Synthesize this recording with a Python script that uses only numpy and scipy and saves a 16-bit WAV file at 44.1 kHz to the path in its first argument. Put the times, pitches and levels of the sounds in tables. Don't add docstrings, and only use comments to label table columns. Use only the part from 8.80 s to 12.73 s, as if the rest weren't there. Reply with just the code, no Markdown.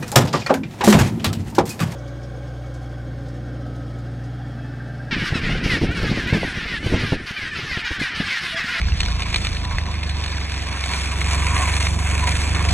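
import sys
import numpy as np
from scipy import signal
from scipy.fft import rfft, irfft, next_fast_len
from scipy.io import wavfile
from scipy.ndimage import uniform_filter1d, map_coordinates

SR = 44100
rng = np.random.default_rng(int(sys.argv[2]) if len(sys.argv) > 2 else 0)


def unload_wav(signal):
    wavfile.write(
        sys.argv[1],
        SR,
        np.round(np.clip(np.atleast_2d(signal).T, -1, 1) * 32767).astype(np.int16),
    )


N = 173313

# (time [s], cycle rate [Hz])
ENGINE_SPEED = [(0, 27.8), (.3, 27.5), (.6, 26.8), (.9, 26), (1.3, 24.3), (1.65, 23), (2, 22), (2.25, 22.4),
                (2.55, 23.1), (2.75, 23.6), (3.05, 23.75), (3.93, 23.85)]
# (time [s], level [dB])
ENGINE_LOAD = [(0, -22), (.3, -23), (.6, -25), (.9, -26), (1.3, -27.5), (1.65, -30.5), (2, -31.5),
               (2.25, -29.5), (2.55, -23.5), (2.75, -24.5), (3.05, -24.5), (3.5, -24), (3.8, -24.5),
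               (3.93, -21)]
# (multiple of the cycle rate, relative level [dB])
ENGINE_HARMONICS = [(1, 2), (2, -3.5), (3, 0.5), (4, -1), (5, -5), (6, -2), (7, 1), (8, -7.5), (9, -6.5),
                    (10, -8)]
# (frequency [Hz], gain [dB])
EXHAUST_GAIN = [(20, -23), (44, -9), (55, 3), (70, 3.5), (82, -5.5), (95, -2), (110, -10.5), (140, -14),
                (165, -14), (185, -21), (280, -23)]
TONE_WAVER_DB = 0.9
SWEEP_TURNS = 0.05986

# (time [s], ring [dB], scrape [dB], rasp [dB], hiss [dB])
SLIDE_LEVELS = [(0.0, -43.5, -38.5, -43, -55.5), (0.23, -42.5, -37, -38.5, -49),
                (0.44, -36, -36.5, -41, -48.5), (0.63, -48, -35, -39, -44.5),
                (0.84, -37.5, -39.5, -42.5, -51.5), (1.07, -37, -39.5, -45, -53),
                (1.48, -41, -36.5, -39.5, -48.5), (1.7, -39.5, -35.5, -40.5, -47.5),
                (1.94, -35.5, -34.5, -40.5, -46.5), (2.14, -33.5, -32, -36.5, -40.5),
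                (2.36, -34, -33, -40.5, -41.5), (2.53, -32, -31, -38, -38.5),
                (2.72, -29, -29.5, -39.5, -37), (2.88, -30.5, -29, -38.5, -35.5),
                (3.08, -30.5, -32.5, -37.5, -37), (3.15, -37, -38.5, -44, -43.5),
                (3.26, -36, -31.5, -42.5, -37), (3.44, -30.5, -32, -38.5, -39.5),
                (3.57, -33.5, -30, -37, -37), (3.8, -33.5, -31, -40, -41.5), (3.93, -29, -32, -34, -38.5)]
# (frequency [Hz], width [Hz], relative level [dB])
SLEEVE_MODES = [(733, 51, -3), (972, 45, -5), (990.4, 17, 3), (1000, 170, -7), (1073.7, 25, 4)]
# (frequency [Hz], relative density [dB per Hz])
SCRAPE_COLOUR = [(300, -21), (500, -12.5), (900, -10.5), (1400, -7.5), (1700, -4), (1950, -5), (2250, -0.5),
                 (2400, -1.5), (2550, -2), (2800, -8.5), (3100, -11.5), (3600, -9.5)]
# (frequency [Hz], relative density [dB per Hz])
RASP_COLOUR = [(2400, -22), (3000, -10), (3600, 0), (4000, -5), (4300, -1), (4650, -6), (5000, -2),
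               (5300, -7), (5850, -5), (6050, -16), (7500, -30)]
# (frequency [Hz], relative density [dB per Hz])
HISS_COLOUR = [(4500, -20), (6000, -3), (6800, 0), (7400, -2), (7800, 0), (8300, -5), (9000, -4),
               (9800, -8), (10200, -13), (10800, -6), (11300, -7), (11650, -12), (11750, -36), (12200, -45)]
# (time [s], level jump [dB])
WHEEL_BITES = [(.395, 3), (.4564, 3), (1.0565, 4), (1.294, 2.5), (1.4386, 2.5), (1.907, 3), (2.51, 3),
               (3.001, 5.5), (3.188, 5), (3.471, 6), (3.746, 4)]
RING_TRIM_DB, SCRAPE_TRIM_DB, RASP_TRIM_DB, HISS_TRIM_DB = -2.0, 2.0, 5.0, 2.1
RING_APART_DB, SCRAPE_APART_DB, RASP_APART_DB, HISS_APART_DB = -11, -5, -32, -32
GRIT_PER_S, GRIT_SPREAD_DB, GRIT_TOP_DB, GRIT_DECAY_S = 500, 4, 11, 0.0013
GRIT_DB, RING_GRIT_DB = -1, -9.0
BITE_FADE_S, SLIP_S, SLIP_SHARE = 0.015, 0.024, 0.62
SHAKE_DB, JUDDER_DB, PATCHY_DB = 1, 1.1, 2.6
RING_WAVER_DB, RING_TOP_HZ = 2.5, 2200

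# (time [s], peak [dB], brightness [dB], panel pitch [Hz], rebound against first knock [dB])
KNOCKS = [(0.014, -10, -15, 2250, -12), (0.0833, -18, -17, 1660, 2.5), (0.1195, -16, -24, 2540, -13),
          (0.2035, -7, -7, 2450, -7), (0.2303, -13, -8.5, 1760, -5), (0.2588, -13, -9.5, 2310, -10),
          (0.2826, -17.5, -12, 1650, -1), (0.394, -18, -11, 2720, -15), (0.4199, -11.5, -11, 2380, -5),
          (0.43, -15.5, -12, 2470, -4), (0.455, -18.5, -29, 2370, -1), (0.5421, -4.5, -13, 2550, -1),
          (0.5587, -6, -9.5, 2300, -7), (0.6477, -13, -13.5, 2510, 2.5), (0.6679, -7.5, -12, 2450, -9),
          (0.6905, -31, -6, 2400, -13), (0.7277, -24.5, -5.5, 2380, -6), (0.7664, -19, -11.5, 2540, 1),
          (0.849, -20.5, -6, 1810, -2), (0.8984, -22, -22, 2440, -8), (0.9107, -15, -24, 1790, -8),
          (0.983, -4.5, -20, 1980, -20), (1.055, -17, -14, 1950, -19), (1.0635, -17, -16, 2000, -8),
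          (1.1402, -16, -17, 2270, -7), (1.1613, -27, -18, 2640, -8), (1.2305, -13, -17, 2370, -3),
          (1.2935, -22.5, -3, 2010, -4), (1.4375, -19.5, -7, 2680, -2), (1.4598, -17, -9, 1710, -10),
          (1.544, -22, -28, 1870, -8), (1.5813, -21, -26, 1710, -1), (1.6122, -17.5, -20, 2240, -3),
          (1.768, -23, -18, 2560, -8), (1.9255, -18, -15, 2300, -2), (2.0378, -14.5, -10, 2200, -2),
          (2.134, -9, -14, 2430, -2), (2.203, -22, -19, 2120, -11), (2.3126, -21, -15, 2530, -6),
          (2.4138, -7, -19, 2300, -17), (2.7643, -5.5, -24, 2290, -4), (2.8183, -21, -18, 2390, -10),
          (2.9363, -12, -10, 2260, -1), (3.0064, -20, -9, 2340, 2), (3.0672, -5.5, -17.5, 2340, -4),
          (3.1886, -29, -3.5, 2230, -3), (3.2615, -19, -23, 2150, -8), (3.4027, -23, -16, 2250, -2),
          (3.469, -29, -12, 2040, -8), (3.5613, -27, -17, 2360, -12), (3.7462, -16.5, -6, 2070, -10),
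          (3.893, -17, -15, 2200, -6)]
# (ratio to the panel pitch, mean level [dB], t60 [s])
PANEL_MODES = [(.55, -10, 0.0055), (.84, -18.5, 0.015), (1, 0.5, 0.011), (1.13, -8.5, 0.0069)]
# (frequency [Hz], mean level [dB], t60 [s])
LATCH_MODES = [(3160, 1.5, 0.013), (3735, 9, 0.0088), (4290, 4.5, 0.019), (5400, -23, .009),
               (6750, -4.5, 0.011), (8100, -4.5, 0.0064), (10970, -17.5, 0.0062)]
LATCH_SCALE, TRAVEL_S, REBOUND_S, RISE_S = 0.948, 0.0015, 0.0024, 0.0001
KNOCK_TRIM_DB, BRIGHT_TRIM_DB = -4.5, 2
CRACK_DB, CRACK_T60_S = -3, 0.003

# (time [s], level [dB])
ROAD_LEVEL = [(0.0, -39), (0.6, -35.5), (1.21, -38), (2.25, -35.5), (2.76, -33), (3.05, -33), (3.44, -32.5),
              (3.93, -30.5)]
# (frequency [Hz], relative density [dB per Hz])
RUMBLE_COLOUR = [(59, -58), (100, -3), (124, -12), (167, -10), (296, -15), (595, -23), (715, -20),
                 (900, -27), (1170, -48), (1980, -120)]
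RUMBLE_ALIKE = 0.7

# (time [s], level [dB])
WIND_LEVEL = [(0, -34), (.08, -21), (.2, -23), (.33, -31), (.4, -27), (.48, -34), (.59, -28), (.83, -36),
              (.95, -25), (1.02, -29), (1.08, -41), (1.3, -40), (2, -46), (2.65, -40), (3.4, -42),
              (3.5, -36), (3.73, -43), (3.93, -38)]
# (frequency [Hz], relative density [dB per Hz])
WIND_COLOUR = [(10, -30), (22, -6), (36, 0), (52, -6), (68, 0), (85, -8), (120, -16), (200, -28),
               (400, -70)]

# (frequency [Hz], left lead [rad])
PORT_LEAD = [(0, 0), (430, .7), (1120, -.1), (2760, .7), (3360, 2), (4400, 1.9), (4780, 3.11), (5500, 3.17),
             (5650, 4.4), (6370, 6.1), (7000, 6.28), (9300, 6.28), (9990, 6.8), (10400, 8), (11000, 8.7),
             (11400, 9.42), (12200, 9.42)]
# (frequency [Hz], left over right [dB])
LEFT_OVER_RIGHT = [(60, -.5), (130, -4), (270, -1.5), (570, -1.5), (1220, -.5), (2580, -2), (4800, 0),
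                   (12000, 0)]
TOP_HZ = 12200


def amp(db):
    return 10 ** (np.asarray(db) / 20)


def unit(x):
    return x / np.sqrt(np.mean(x ** 2) + 1e-20)


def along(points, hz):
    f, v = np.transpose(points)
    return np.interp(np.log(hz + 1), np.log(f + 1), v, left=v[0], right=v[-1])


def curves(rows):
    s, *cols = np.transpose(rows)
    return [np.interp(np.arange(N) / SR, s, c) for c in cols]


def wobble(knots_per_s):
    return map_coordinates(rng.standard_normal(400), [np.arange(N) * knots_per_s / SR])


def filtered(x, response):
    m = next_fast_len(N + SR // 2)
    return irfft(rfft(x, m) * response(np.fft.rfftfreq(m, 1 / SR)), m)[..., :N]


def shaped(x, colour):
    low_hz, high_hz = colour[0][0], colour[-1][0]
    return unit(filtered(x, lambda hz: amp(along(colour, hz)) * (hz > low_hz) * (hz < high_hz)))


def patchy(depth_db):
    z = signal.stft(rng.standard_normal(N), nperseg=512)[2]
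    field = uniform_filter1d(rng.standard_normal(z.shape), size=4, axis=0)
    field = uniform_filter1d(field, size=8, axis=1)
    return unit(signal.istft(z * amp(depth_db * unit(field)), nperseg=512)[1][:N])


def engine(turns):
    (speed_hz,), (load_db,) = curves(ENGINE_SPEED), curves(ENGINE_LOAD)
    out = np.zeros(N)
    for k, db in ENGINE_HARMONICS:
        level_db = load_db + db + along(EXHAUST_GAIN, k * speed_hz) + TONE_WAVER_DB * wobble(9)
        out += np.sqrt(2) * amp(level_db) * np.cos(2 * np.pi * (k * turns + SWEEP_TURNS * k ** 2))
    return out


def bites():
    t = np.arange(N) / SR
    change_db = np.zeros(N)
    for s, db in WHEEL_BITES:
        slip = -SLIP_SHARE * np.exp(-abs(t - s) / SLIP_S)
        catch = np.exp(-abs(t - s) / BITE_FADE_S)
        change_db += db * np.where(t >= s, catch, slip)
    return change_db


def grit_envelope():
    draw = rng.random((2, N))
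    size_db = np.minimum(-GRIT_SPREAD_DB * np.log(draw[1] + 1e-9), GRIT_TOP_DB)
    hits = (draw[0] < GRIT_PER_S / SR) * amp(size_db)
    return signal.lfilter([1], [1, -np.exp(-1 / (GRIT_DECAY_S * SR))], hits)


def wheels(turns):
    ring_db, scrape_db, rasp_db, hiss_db = curves(SLIDE_LEVELS)
    crush = grit_envelope()
    judder_db = bites() + SHAKE_DB * np.cos(2 * np.pi * (turns + 0.16)) + JUDDER_DB * wobble(35)

    def rub(grit_db, apart_db):
        grit = unit(crush * rng.standard_normal(N))
        apart = rng.standard_normal((2, N))
        return amp(judder_db) * (patchy(PATCHY_DB) + amp(grit_db) * grit + amp(apart_db) * apart)

    drive = rub(RING_GRIT_DB, RING_APART_DB)
    ring = np.zeros((2, N))
    for centre_hz, width_hz, db in SLEEVE_MODES:
        def resonance(f):
            damping = 1j * f * width_hz
            return damping / (centre_hz ** 2 - f * f + damping) / (1 + (f / RING_TOP_HZ) ** 6)
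        ring += amp(db + RING_WAVER_DB * wobble(14)) * filtered(drive, resonance)
    out = amp(ring_db + RING_TRIM_DB + 1.2 * wobble(16)) * unit(ring)

    for level_db, colour, apart_db in (
            (scrape_db + SCRAPE_TRIM_DB, SCRAPE_COLOUR, SCRAPE_APART_DB),
            (rasp_db + RASP_TRIM_DB, RASP_COLOUR, RASP_APART_DB),
            (hiss_db + HISS_TRIM_DB, HISS_COLOUR, HISS_APART_DB)):
        out += amp(level_db) * shaped(rub(GRIT_DB, apart_db), colour)
    return out


def struck(modes, scale, t):
    out = np.zeros(len(t))
    for ratio, db, t60_s in modes:
        hz = ratio * scale * rng.normal(1, 0.027)
        out += amp(db + rng.normal(0, 1.0) - 60 * t / t60_s) * np.sin(2 * np.pi * hz * t)
    return out


def rattles():
    out, t = np.zeros(N + SR), np.arange(SR // 20) / SR
    for s, peak_db, bright_db, pitch_hz, rebound_db in KNOCKS:
        rebound_s = REBOUND_S * rng.uniform(0.824, 1.255)
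        for lag_s, change_db in (0, 0), (rebound_s, rebound_db):
            crack = amp(CRACK_DB - 60 * t / CRACK_T60_S) * np.diff(rng.standard_normal(len(t) + 1))
            bright = amp(bright_db + BRIGHT_TRIM_DB) * (struck(LATCH_MODES, LATCH_SCALE, t) + crack)
            knock = (struck(PANEL_MODES, pitch_hz, t) + bright) * (1 - np.exp(-t / RISE_S))
            start = round((s + TRAVEL_S + lag_s) * SR)
            out[start:][:len(t)] += amp(peak_db + KNOCK_TRIM_DB + change_db) * knock
    return out[:N]


def road():
    level_db, = curves(ROAD_LEVEL)
    shared, left, right = (shaped(patchy(depth_db=1.0), RUMBLE_COLOUR) for _ in range(3))
    rumble = np.sqrt(RUMBLE_ALIKE) * shared + np.sqrt(1 - RUMBLE_ALIKE) * np.array([left, right])
    return amp(level_db + 1.0 * wobble(15)) * rumble


def wind():
    level_db, = curves(WIND_LEVEL)
    buffeting = amp(0.76 * wobble(29.0)) * shaped(rng.standard_normal(N), WIND_COLOUR)
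    return amp(level_db) * unit(buffeting)


def scene():
    turns = np.cumsum(curves(ENGINE_SPEED)[0]) / SR
    return engine(turns) + wheels(turns) + rattles() + road() + wind()


def record(dry):
    side = np.array([[0.5], [-0.5]])

    def ports(hz):
        lead_rad = np.interp(hz, *np.transpose(PORT_LEAD))
        return amp(side * along(LEFT_OVER_RIGHT, hz)) * np.exp(1j * side * lead_rad) * (hz < TOP_HZ)

    return filtered(dry, ports)


dry = scene()
out = record(dry)
unload_wav(out)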